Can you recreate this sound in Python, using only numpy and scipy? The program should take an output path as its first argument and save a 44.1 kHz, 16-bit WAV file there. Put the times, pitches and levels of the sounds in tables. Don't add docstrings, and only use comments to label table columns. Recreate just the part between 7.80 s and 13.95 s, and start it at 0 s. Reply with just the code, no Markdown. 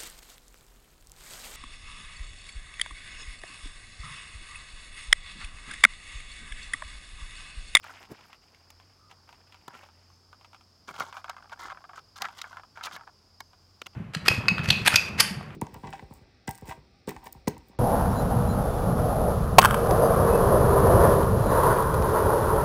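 import sys
import numpy as np
from scipy import signal
from scipy.fft import rfft, irfft
from scipy.io import wavfile

SR = 44100
rng = np.random.default_rng(int(sys.argv[2]) if len(sys.argv) > 2 else 0)


def master(y):
    cut = np.clip(np.atleast_2d(y).T, -1, 1)
    pcm = np.round(cut * 32767)
    wavfile.write(sys.argv[1], SR, pcm.astype(np.int16))


N = 271215
TIME_S = np.arange(N) / SR
BLOW_SAMPLES = SR // 100

# (frequency [Hz], density [dB per Hz])
CHORUS_SPECTRUM = [(3600, -38), (4300, -10), (4750, 0.5), (5100, -1), (5450, -3), (5850, -15),
                   (6200, -11.5), (6800, -17), (7350, -16.5), (8000, -32)]
# (frequency [Hz], density [dB per Hz])
AIR_SPECTRUM = [(33, -22), (45, 6), (62, 0), (130, 0.5), (200, -3), (500, -8.5), (1200, -9), (2000, -18.5),
                (4000, -18.5), (8000, -25.5), (16000, -34)]
# (frequency [Hz], density [dB per Hz])
CLOTH_SPECTRUM = [(100, -20), (250, -8), (500, -5.5), (800, 0.5), (1300, -3.5), (1900, -3), (2800, -3.5),
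                  (4000, -14), (6200, -15), (9000, -24), (16000, -25)]
# (frequency [Hz], density [dB per Hz])
CONTACT_SPECTRUM = [(200, -22.5), (900, -11), (1800, 2), (2300, 1), (2650, 0), (3200, 2.5), (3800, -1),
                    (4800, -2.5), (5600, -5), (6500, -4.5), (8500, -13), (12000, -17), (16000, -17)]
# (frequency [Hz], density [dB per Hz])
BUMP_SPECTRUM = [(50, -35), (110, 4), (170, -2), (300, -2.5), (480, -5), (750, -19), (1300, -31),
                 (4000, -36), (16000, -39.5)]
# (frequency [Hz], density [dB per Hz])
SWELL_SPECTRUM = [(700, -31), (1080, -17), (1250, 1), (1420, -17), (2000, -49)]

# (frequency [Hz], relative level [dB], t60 [s])
SHELL_MODES = [(789, -5, 0.036), (977, -4.5, 0.043), (1130, 0.5, 0.018), (1340, 4, 0.018),
               (1549, -3, 0.028), (2167, -0.5, 0.027)]
# (frequency [Hz], relative level [dB], t60 [s])
MASS_MODES = [(160, -5.5, 0.033), (260, -5.5, 0.036), (394, 1, 0.022), (533, 1.5, 0.019)]

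# (mean pitch [Hz], mean wing-stroke rate [1/s], nominal level [dB])
NEAR_CRICKETS = [(5150, 15, -81), (4970, 25, -73.5), (5260, 33, -77)]
# (start [s], length [s], initial level [dB])
BODY_SHIFTS = [(0.025, 0.25, -50.5), (.285, .3, -57.5), (0.611, 0.59, -66.5), (1.292, 0.063, -57.5),
               (1.474, 0.17, -63), (1.665, 0.7, -67), (1.929, 0.16, -56), (2.585, 0.2, -75)]
# (start [s], end [s], mean ring level [dB])
GRIP_SHIFTS = [(0.031, .26, -60.5), (.26, .58, -60.5), (1.3, 1.78, -67), (1.879, 1.98, -58),
               (1.977, 2.32, -80), (2.536, 2.76, -81), (3.101, 4.19, -56), (4.441, 4.81, -54),
               (4.952, 5.29, -54)]
# (time [s], ring level [dB], contact level [dB], contact peak [Hz],
#              contact tilt [dB per octave], thud level [dB])
SNAP_EVENTS = [(0.041, -45, -52.5, 2310, 3.5, -82), (0.0937, -45.5, -65, 2700, -4, -73),
               (0.9035, -58, -51.5, 2050, 3, -70), (1.88, -40.5, -46, 2430, 1, -48),
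               (3.1988, -38, -38.5, 2740, 2.5, -67), (3.205, -27.5, -41, 6100, -4, -45),
               (3.496, -35, -39, 2130, -1, -71), (4.42, -54, -31, 4370, 1.5, -69),
               (4.4223, -33, -44, 2300, -2, -61), (4.453, -36, -37.5, 2230, -4.5, -72),
               (4.616, -47.5, -35.5, 4400, -0.5, -72), (5.037, -46, -37.5, 4000, 0, -71),
               (5.056, -42, -42.5, 3940, 5, -65), (5.6046, -39.5, -43.5, 4300, 3.5, -59),
               (6.017, -42, -38, 2730, -2, -48.5), (6.0606, -52, -48.5, 3100, -3, -62),
               (6.0661, -45, -40, 2530, 0.5, -57)]
# (time [s], ring level [dB], contact level [dB])
TICK_EVENTS = [(.0486, -46.5, -54), (0.0654, -46.5, -66), (.1045, -46.5, -64), (0.139, -62, -54.5),
               (.2292, -68, -53), (.253, -62, -56), (0.4098, -58, -58), (0.5304, -52, -50),
               (0.7474, -80, -58.5), (1.0, -56, -57.5), (1.3132, -52, -52), (1.4911, -51, -54),
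               (1.5278, -54, -54.5), (1.7242, -61, -54), (1.7447, -53, -53.5), (1.9068, -51, -66),
               (1.951, -48, -57), (2.0365, -54, -55.5), (2.0881, -55, -62), (2.3012, -61, -70),
               (2.5297, -49, -57), (2.6117, -58, -60), (2.6467, -53, -53.5), (2.732, -52.5, -56),
               (2.7464, -49.5, -52.5), (2.81, -59, -61.5), (3.0897, -39, -47), (3.1431, -46, -53),
               (3.1638, -48, -47.5), (3.22, -35, -51), (3.327, -41.5, -47), (3.3687, -38, -46.5),
               (3.444, -39, -46.5), (3.5665, -44.5, -55.5), (3.582, -47.5, -60), (3.6253, -51.5, -61),
               (3.6436, -54, -66), (3.6964, -54, -55), (3.7349, -55, -56.5), (3.8558, -42, -61),
               (3.8838, -42.5, -52.5), (3.9477, -50.5, -66), (3.9735, -47, -64), (4.0413, -46.5, -60),
               (4.0948, -45.5, -59), (4.134, -46, -61), (4.179, -42.5, -55), (4.4449, -34, -53),
               (4.4863, -41.5, -48), (4.6424, -39.5, -59), (4.7295, -43.5, -56), (4.7706, -38.5, -50),
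               (4.797, -48, -57.5), (4.8347, -48, -58), (4.974, -40.5, -53), (5.0107, -39, -55),
               (5.0708, -34.5, -51), (5.1129, -43, -52), (5.1641, -39.5, -53), (5.2104, -46, -61.5),
               (5.276, -46.5, -62), (5.733, -56.5, -62), (6.1346, -64, -63.5)]
# (ring level [dB], ring centre [Hz])
PUSH_TO_CENTRE = [(-54, 790), (-35, 1500)]
# (start [s], end [s], mean pitch [Hz], peak level [dB],
#                octave overtone peak level [dB], trill depth [0-1])
FAR_WHISTLES = [(2.28, 2.39, 6260, -68, -82, .9), (5.62, 5.73, 6270, -71, -81, .8),
                (5.72, 6.04, 7450, -89, -86, 0)]
# (start [s], end [s], ring level [dB], contact level [dB], rumble level [dB])
RUB_STROKES = [(1.93, 1.964, -56, -68, -59), (3.07, 3.124, -47.5, -51, -54.5),
               (3.101, 3.344, -51, -56.5, -66.5), (3.178, 3.244, -46.5, -51, -56.5),
               (3.317, 3.42, -50.5, -57, -87), (3.473, 3.525, -45.5, -55.5, -70.5),
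               (3.714, 3.743, -41.5, -52, -73), (3.778, 3.894, -45, -50.5, -61),
               (3.892, 3.936, -41, -51.5, -74), (4.149, 4.202, -51.5, -54.5, -67),
               (4.355, 4.394, -49.5, -49.5, -86), (4.391, 4.486, -43, -50.5, -61.5),
               (4.562, 4.612, -60, -51, -80), (4.458, 4.803, -58.5, -61.5, -81),
               (4.946, 5.012, -52, -61, -70), (5.024, 5.081, -45, -41.5, -64),
               (5.069, 5.129, -54.5, -59.5, -68), (5.116, 5.176, -49, -47.5, -61.5)]
# (contact over ring [dB], contact peak [Hz], contact tilt [dB per octave])
SLIDE_COLOURS = [(-12, 2300, -6.5), (-6.5, 6300, -1), (15, 1900, -0.5), (12, 5200, -2)]

CHORUS_DB, AIR_DB = -67, -65
HUM_HZ, HUM_DB = 90.6, -66.5
SHIFT_RISE_S, SHIFT_RELEASE_S, SHIFT_FADE_DB = 0.0079, 0.037, -5.5
CREEP_S, CREEP_DB = 0.0025, -17.5
GRIP_TICKS_PER_S, GRIP_SPREAD_DB, GRIP_CONTACT_OVER_RING_DB = 36, 2, -15
SNAP_DECAY_S = 0.0023
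SNAP_RING_HZ, SNAP_SINK_HZ_PER_DB = 930, 12
AGAIN_S, AGAIN_RING_DB, AGAIN_CONTACT_DB = 0.012, -10.5, -11
BUMP_S, BUMP_DECAY_S, BUMP_DB = 0.319, 0.0077, -38
SWELL_S, SWELL_WIDTH_S, SWELL_DB = 1.26, 0.076, -64
TRILL_PER_S = 50
EDGE_HZ = 16100


def amp(db):
    return 10 ** (np.asarray(db) / 20)


def unit(x):
    return x / np.sqrt(np.mean(x ** 2) + 1e-20)


def blow(x):
    return x * np.sqrt(BLOW_SAMPLES / (np.sum(x ** 2) + 1e-20))


def add(mix, start_s, sound):
    part = mix[max(round(start_s * SR), 0):][:len(sound)]
    part += sound[:len(part)]


def spectrum_db(points, size):
    hz, db = np.transpose(points)
    bins_hz = np.fft.rfftfreq(size, 1 / SR)
    return np.interp(np.log(bins_hz + 1), np.log(hz), db)


def noise(points, size=N):
    white = rfft(rng.standard_normal(size))
    return unit(irfft(white * amp(spectrum_db(points, size)), size))


def drift(rate_hz):
    hz = np.fft.rfftfreq(N, 1 / SR)
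    white = rfft(rng.standard_normal(N))
    return unit(irfft(white * np.exp(-(hz / rate_hz) ** 2), N))


def ring(force, modes, detune=0.055, uneven_db=2.0, size=3000):
    hz, db, t60_s = np.transpose(modes)[:, :, None]
    shift, strength = rng.standard_normal((2, len(modes), 1))
    t = np.arange(size) / SR
    decay = np.exp(-np.log(1000) * t / t60_s)
    tone = np.cos(2 * np.pi * hz * (1 + detune * shift) * t)
    response = amp(db + uneven_db * strength) * decay * tone
    return signal.fftconvolve(force, response.sum(0))


def shell(force, centre_hz, focus_db=11, cut_hz=560, top_hz=2600):
    modes = [(hz, db - focus_db * np.log2(hz / centre_hz) ** 2, t60_s) for hz, db, t60_s in SHELL_MODES]
    band = signal.butter(2, [cut_hz, top_hz], "band", fs=SR, output="sos")
    return signal.sosfilt(band, ring(force, modes))


def mass(force, cut_hz=110, top_hz=480):
    band = signal.butter(2, [cut_hz, top_hz], "band", fs=SR, output="sos")
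    return signal.sosfilt(band, ring(force, MASS_MODES))


def contact(force, peak_hz, tilt_db, peak_db=7, peak_octaves=0.38, size=1024):
    hz = np.fft.rfftfreq(size, 1 / SR) + 1
    octaves = np.log2(np.maximum(hz / 2000, 1))
    peak = np.exp(-(np.log2(hz / peak_hz) / peak_octaves) ** 2)
    colour_db = spectrum_db(CONTACT_SPECTRUM, size) + tilt_db * octaves + peak_db * peak
    cepstrum = irfft(np.log(amp(colour_db)))
    response = irfft(np.exp(rfft(2 * cepstrum[:size // 2], size)))
    return signal.fftconvolve(force, response / np.linalg.norm(response))


def slip(decay_s, scrape, rise_s=0.00099, size=700):
    t = np.arange(size) / SR
    envelope = (1 - np.exp(-t / rise_s)) * np.exp(-t / decay_s)
    force = scrape * blow(rng.standard_normal(size) * envelope)
    force[0] += np.sqrt(BLOW_SAMPLES)
    creep = (rng.standard_normal(size) * t)[t < CREEP_S]
    return np.concatenate([amp(CREEP_DB) * blow(creep), blow(force)])


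def grains(per_s, spread_db, clump_db, clump_hz, hiss, count=6):
    sizes = amp(spread_db * np.minimum(rng.exponential(1, N), 4)) * rng.choice([-1, 1], N)
    hits = rng.random(N) < per_s / SR
    swarm = unit(sizes * hits) + hiss * rng.standard_normal(N)
    out = np.zeros(N)
    for edge_hz in np.geomspace(1200, 16000, count):
        low_pass = signal.butter(4, edge_hz, fs=SR, output="sos")
        patch = signal.sosfiltfilt(low_pass, swarm)
        out += patch * amp(clump_db * np.minimum(drift(clump_hz), 1.6))
        swarm = swarm - patch
    return out


def crickets(shimmer_db=0.46, wander_hz=70):
    out = amp(CHORUS_DB + shimmer_db * drift(28)) * noise(CHORUS_SPECTRUM)
    for hz, strokes_per_s, db in NEAR_CRICKETS:
        stroke_rate = strokes_per_s * (1 + 0.086 * drift(3.1))
        wings = np.sin(np.pi * np.cumsum(stroke_rate) / SR) ** 4
        pitch_hz = hz + wander_hz * drift(116.7)
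        tone = np.sin(2 * np.pi * np.cumsum(pitch_hz) / SR)
        out += amp(db + 3.1 * drift(4.4)) * unit(wings * tone)
    return out


def distance(waver_hz=3.33, waver_db=3.0, swell_db=0.4):
    pitch_hz = HUM_HZ + waver_hz * drift(7.5)
    tone = np.sin(2 * np.pi * np.cumsum(pitch_hz) / SR)
    hum = amp(HUM_DB) * unit(tone * amp(waver_db * drift(4.5)))
    air = amp(AIR_DB + swell_db * drift(1)) * noise(AIR_SPECTRUM)
    return hum + air


def cloth():
    friction = grains(per_s=2200, spread_db=2.8, clump_db=5.0, clump_hz=90, hiss=0.76)
    rustle = irfft(rfft(friction) * amp(spectrum_db(CLOTH_SPECTRUM, N)), N)
    motion = np.zeros(N)
    for start_s, length_s, db in BODY_SHIFTS:
        t = np.arange(0, length_s, 1 / SR)
        rise = np.minimum(t / SHIFT_RISE_S, 1)
        release = np.minimum((length_s - t) / SHIFT_RELEASE_S, 1)
        add(motion, start_s, rise * release * amp(db + SHIFT_FADE_DB * t / length_s))
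    return motion * unit(rustle)


def tick(ring_db, contact_db, tilt_db=-3, decay_s=0.0047, peak_hz=2470, size=3700):
    force = slip(decay_s, scrape=0.88)
    centre_hz = np.interp(ring_db, *np.transpose(PUSH_TO_CENTRE))
    sound = np.zeros(size)
    add(sound, 0, amp(ring_db) * blow(shell(force, centre_hz)))
    add(sound, 0, amp(contact_db) * blow(contact(force, peak_hz, tilt_db, peak_db=6.5)))
    return sound


def creaks(count=48):
    out = np.zeros(N)
    for start_s, end_s, mean_ring_db in GRIP_SHIFTS:
        times_s = start_s + np.cumsum(rng.uniform(0.3, 1.7, count)) / GRIP_TICKS_PER_S
        rings_db = mean_ring_db + GRIP_SPREAD_DB * rng.standard_normal(count)
        for time_s, ring_db in zip(times_s, rings_db):
            if time_s < end_s:
                add(out, time_s, tick(ring_db, ring_db + GRIP_CONTACT_OVER_RING_DB))
    return out


def snaps():
    out = np.zeros(N)
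    for time_s, ring_db, contact_db, peak_hz, tilt_db, thud_db in SNAP_EVENTS:
        force = slip(SNAP_DECAY_S, scrape=2.34)
        centre_hz = SNAP_RING_HZ + SNAP_SINK_HZ_PER_DB * (ring_db - thud_db)
        start_s = time_s - CREEP_S
        add(out, start_s, amp(ring_db) * blow(shell(force, centre_hz)))
        add(out, start_s, amp(contact_db) * blow(contact(force, peak_hz, tilt_db)))
        add(out, start_s, amp(thud_db) * blow(mass(force)))
    return out


def ticks():
    out = np.zeros(N)
    for time_s, ring_db, contact_db in TICK_EVENTS:
        add(out, time_s - CREEP_S, tick(ring_db, contact_db))
        again_s = time_s + AGAIN_S * rng.uniform(0.6, 1.3)
        add(out, again_s, tick(ring_db + AGAIN_RING_DB, contact_db + AGAIN_CONTACT_DB))
    return out


def bump():
    envelope = np.exp(-abs(TIME_S - BUMP_S) / BUMP_DECAY_S)
    return amp(BUMP_DB) * blow(noise(BUMP_SPECTRUM) * envelope)


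def far_sounds(waver=0.007):
    swell = np.exp(-((TIME_S - SWELL_S) / SWELL_WIDTH_S) ** 2)
    out = amp(SWELL_DB) * noise(SWELL_SPECTRUM) * swell
    bend = 1 + waver * drift(12)
    for start_s, end_s, hz, db, overtone_db, depth in FAR_WHISTLES:
        during = (TIME_S >= start_s) & (TIME_S < end_s)
        phase = 2 * np.pi * np.cumsum(hz * bend[during]) / SR
        trill = 1 - depth * np.sin(np.pi * TRILL_PER_S * TIME_S[during]) ** 2
        tone = trill * (amp(db) * np.sin(phase) + amp(overtone_db) * np.sin(2 * phase))
        add(out, start_s, tone * signal.windows.tukey(len(tone), 0.5))
    return out


def rubbing(fade=0.49, centre_hz=1250):
    out = np.zeros(N)
    friction = grains(per_s=1800, spread_db=3.0, clump_db=4, clump_hz=125, hiss=0.32)
    balance_db, peaks_hz, tilts_db = np.transpose(SLIDE_COLOURS)
    for start_s, end_s, ring_db, contact_db, rumble_db in RUB_STROKES:
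        peak_hz = np.interp(contact_db - ring_db, balance_db, peaks_hz)
        tilt_db = np.interp(contact_db - ring_db, balance_db, tilts_db)
        length = max(round((end_s - start_s) * SR), BLOW_SAMPLES)
        force = friction[round(start_s * SR):][:length]
        force = force * signal.windows.tukey(len(force), fade)
        held = np.sqrt(len(force) / BLOW_SAMPLES)
        add(out, start_s, held * amp(ring_db) * blow(shell(force, centre_hz)))
        add(out, start_s, held * amp(contact_db) * blow(contact(force, peak_hz, tilt_db, peak_db=1)))
        add(out, start_s, held * amp(rumble_db) * blow(mass(force)))
    return out


def scene():
    evening = crickets() + distance() + far_sounds()
    handling = cloth() + creaks() + snaps() + ticks() + bump() + rubbing()
    return (evening + handling)[None]


def record(dry):
    low_pass = signal.firwin(511, EDGE_HZ, window=("kaiser", 9), fs=SR)
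    return signal.oaconvolve(dry, low_pass[None], "same")


dry = scene()
out = record(dry)
master(out)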